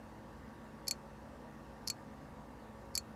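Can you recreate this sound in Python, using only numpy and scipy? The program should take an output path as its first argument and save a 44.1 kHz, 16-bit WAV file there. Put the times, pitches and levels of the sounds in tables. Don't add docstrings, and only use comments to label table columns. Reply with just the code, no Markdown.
import sys
import numpy as np
from scipy import signal
from scipy.fft import rfft, irfft
from scipy.io import wavfile
from scipy.ndimage import uniform_filter1d, map_coordinates

SR = 44100
rng = np.random.default_rng(int(sys.argv[2]) if len(sys.argv) > 2 else 0)


def gain_from_decibels(decibels):
    exponent = np.asarray(decibels, float) / 20
    return 10 ** exponent


def generate_wav(signal):
    frames = np.transpose(np.atleast_2d(signal))
    scaled = np.clip(frames, -1, 1) * 32767
    pcm = np.round(scaled).astype(np.int16)
    wavfile.write(sys.argv[1], SR, pcm)


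N = 138915

# f/Hz, density/dB per Hz
AIR_SPECTRUM = [(18, -31), (30, -17.5), (59, -5), (181, -7), (221, -4.5), (392, -13), (551, -10),
                (1810, -19.5), (2200, -25), (2860, -54), (4840, -120)]
# f/Hz, width/Hz, lift/dB
FAN_DUCT = [(268, 58, 3), (530, 100, 2.5), (953, 33, 6.5), (1600, 54, 1.5), (1810, 20, 5.5)]
# f/Hz, density/dB per Hz
HISS_SPECTRUM = [(1290, -34), (2200, -8.5), (2460, -0.5), (2710, 3), (3040, -2), (5000, -4.5), (15000, -15)]
# f/Hz, level/dB rms, unsteadiness/dB
HUM_TONES = [(58.4, -63.5, 1.5), (74, -71.5, 4.5), (108.4, -69, 5), (147.6, -64.5, 2), (216.4, -60, 1),
             (243.5, -68.5, 1), (262.6, -71.5, 4), (318.6, -71, 4.5), (361, -74.5, 4.5), (430.6, -72.5, 4),
             (482.3, -69, 0.5), (548.3, -68, 4)]
# multiple of the shaft speed, level/dB rms
WHINE_TONES = [(13, -73), (14, -71), (15, -70), (16, -74), (17, -75), (19, -71), (20, -74), (30, -79),
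               (31, -81)]
# f/Hz, t60/s
ROOM_DECAY = [(2000, 0.12), (5000, 0.11), (14000, 0.054)]
# f/Hz, level/dB
MICROPHONE_TOP = [(14600, 0), (15300, -20), (16200, -45)]
MODE_HZ = [2380, 4380, 4535, 4935, 5500, 6135, 6907, 7470, 7710, 9700, 10640, 11400, 12070, 13970]
MODE_T60_S = [.013, .055, .042, .022, .007, .05, .048, .032, .035, .016, .025, .008, .02, .016]
# level struck on the wall/dB, level struck on the floor/dB
MODE_DB = [(-15, -1.5), (-7.5, -0.5), (-5, -10.5), (-6.5, -8), (-7, -14), (-22, -18), (-19, -15),
           (-28, -2.5), (-8.5, -10.5), (-6, -10), (-21, -34), (-9.5, -8), (-19, -13.5), (-27, -16)]
# f/Hz, level/dB
WALL_CLICK = [(1000, -26), (3900, -13.5), (4600, 1), (6200, -2.5), (7700, -6), (10000, -6), (11900, -3.5),
              (13000, -20)]
# f/Hz, level/dB
FLOOR_CLICK = [(1500, -47), (2500, 12), (3500, -4.5), (4600, -5.5), (7800, 5), (11800, -11.5), (12700, -17),
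               (13800, -9.5)]
# t/s, peak level/dB, ring level/dB, brightness/dB per octave
WALL_KNOCKS = [(.8735, -46, 2, -7), (.8802, -23.5, 0, -19), (.8827, -15.5, -3, 0.5), (1.8693, -48, -10, -8),
               (1.8761, -19.5, -1.5, -3.5), (1.8838, -21.5, -14, -7), (1.8955, -57, -9, -13),
               (2.9422, -53, 0, -10), (2.9527, -24, -2, 1), (2.9533, -17.5, 0.5, -1),
               (2.9630, -29, -1, -10)]
# t/s, peak level/dB, ring level/dB, brightness/dB per octave
FLOOR_LANDINGS = [
    (.8712, -38, 4, -7),
    (.9105, -17.5, -0.5, 3.5),
    (1.8738, -33, 1, -18),
    (1.9006, -21, 0.5, 2.5),
    (1.9040, -30, -4, -6),
    (2.9445, -58, 11, 2),
    (2.9738, -55, 9, 0),
    (2.9757, -41, 4, 11),
    (2.9769, -18, -1.5, 4.5),
]

AIR_DB, HISS_DB, ROOM_DB = -55, -71, -16
SHAFT_HZ = 59.38
RING_DB, SCATTER_DB, ATTACK_S = -10.5, 1.2, 0.0003
BOUNCE_S, BOUNCE_DB = 0.000177, 2.5
PIVOT_HZ = 4970


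def unit(x):
    return x / np.sqrt(np.mean(x ** 2) + 1e-20)


def along(points, hz):
    f, value = np.transpose(points)
    return np.interp(np.log(hz + 1), np.log(f + 1), value)


def wobble(rate):
    knots = rng.standard_normal(int(N * rate / SR) + 4)
    return map_coordinates(knots, [np.arange(N) * rate / SR])


def noise(spectrum, patchy_db, humps=()):
    z = signal.stft(rng.standard_normal(N + SR), nperseg=512)[2]
    patches = uniform_filter1d(rng.standard_normal(z.shape), size=4, axis=0)
    patches = uniform_filter1d(patches, size=14, axis=1)
    x = signal.istft(z * gain_from_decibels(patchy_db * unit(patches)), nperseg=512)[1]
    f = np.fft.rfftfreq(len(x), 1 / SR)
    db = along(spectrum, f)
    for hz, width_hz, lift_db in humps:
        db = db + lift_db * np.exp(-((f - hz) / width_hz) ** 2)
    return unit(irfft(rfft(x) * gain_from_decibels(db), len(x))[:N])


def microphone_hiss():
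    return gain_from_decibels(HISS_DB) * noise(HISS_SPECTRUM, patchy_db=1.5)


def room_air():
    swell = gain_from_decibels(AIR_DB + 0.17 * wobble(3.47))
    return swell * noise(AIR_SPECTRUM, patchy_db=1.56, humps=FAN_DUCT)


def refrigerator():
    t = np.arange(N) / SR
    tones = np.zeros(N)
    for hz, db, sway_db in HUM_TONES:
        level = gain_from_decibels(db + sway_db * wobble(7.074))
        phase = 0.38 * sway_db * wobble(7) + 7 * rng.random()
        tones += level * np.sin(2 * np.pi * hz * t + phase)
    for multiple, db in WHINE_TONES:
        level = gain_from_decibels(db + 2.27 * wobble(3.15))
        tones += level * np.sin(2 * np.pi * (multiple * SHAFT_HZ * t + rng.random()))
    return np.sqrt(2) * tones


def room(x):
    hz, t, z = signal.stft(rng.standard_normal(SR // 8), SR, nperseg=128)
    decay = gain_from_decibels(-60 * t / along(ROOM_DECAY, hz)[:, None])
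    tail = signal.istft(z * decay, SR, nperseg=128)[1]
    return gain_from_decibels(ROOM_DB) * signal.fftconvolve(x, tail / np.linalg.norm(tail))[:len(x)]


def brightness(tilt_db, hz):
    return tilt_db * np.log2(np.maximum(hz, PIVOT_HZ) / PIVOT_HZ)


def click(colour, tilt_db, size):
    f = np.fft.rfftfreq(size, 1 / SR)
    db = along(colour, f) + along(MICROPHONE_TOP, f) + brightness(tilt_db, f)
    cepstrum = irfft(np.log(gain_from_decibels(db)), size)
    fold = np.r_[1, np.full(size // 2 - 1, 2), 1, np.zeros(size // 2 - 1)]
    direct = np.exp(rfft(cepstrum * fold))
    reflection = gain_from_decibels(BOUNCE_DB) * np.exp(-2j * np.pi * f * BOUNCE_S)
    pulse = irfft(direct * (1 + reflection), size)
    return pulse / abs(pulse).max()


def box_ring(mode_db, ring_db, tilt_db, t):
    hz, t60 = np.c_[MODE_HZ], np.c_[MODE_T60_S]
    sign = (-1) ** np.c_[:len(hz)]
    level = np.c_[mode_db] + RING_DB + ring_db + brightness(tilt_db, hz)
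    level = level + SCATTER_DB * rng.standard_normal(hz.shape)
    modes = sign * gain_from_decibels(level - 60 * t / t60) * np.sin(2 * np.pi * hz * t)
    return modes.sum(axis=0) * (1 - np.exp(-(t / ATTACK_S) ** 2))


def bean_contacts(contacts, mode_db, colour):
    out, t = np.zeros(N + SR), np.arange(8192) / SR
    for s, peak_db, ring_db, tilt_db in contacts:
        ring = box_ring(mode_db, ring_db, tilt_db, t)
        snap = click(colour, tilt_db, size=len(t))
        out[round(s * SR):][:len(t)] += gain_from_decibels(peak_db) * (ring + snap + room(snap))
    return out[:N]


def scene():
    wall_db, floor_db = np.transpose(MODE_DB)
    background = microphone_hiss() + room_air() + refrigerator()
    knocks = bean_contacts(WALL_KNOCKS, wall_db, WALL_CLICK)
    landings = bean_contacts(FLOOR_LANDINGS, floor_db, FLOOR_CLICK)
    return (background + knocks + landings)[None]


def roll_off(x):
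    return signal.sosfilt(signal.butter(12, 15200, fs=SR, output="sos"), x)


def record(dry):
    return roll_off(dry)


dry = scene()
out = record(dry)
generate_wav(out)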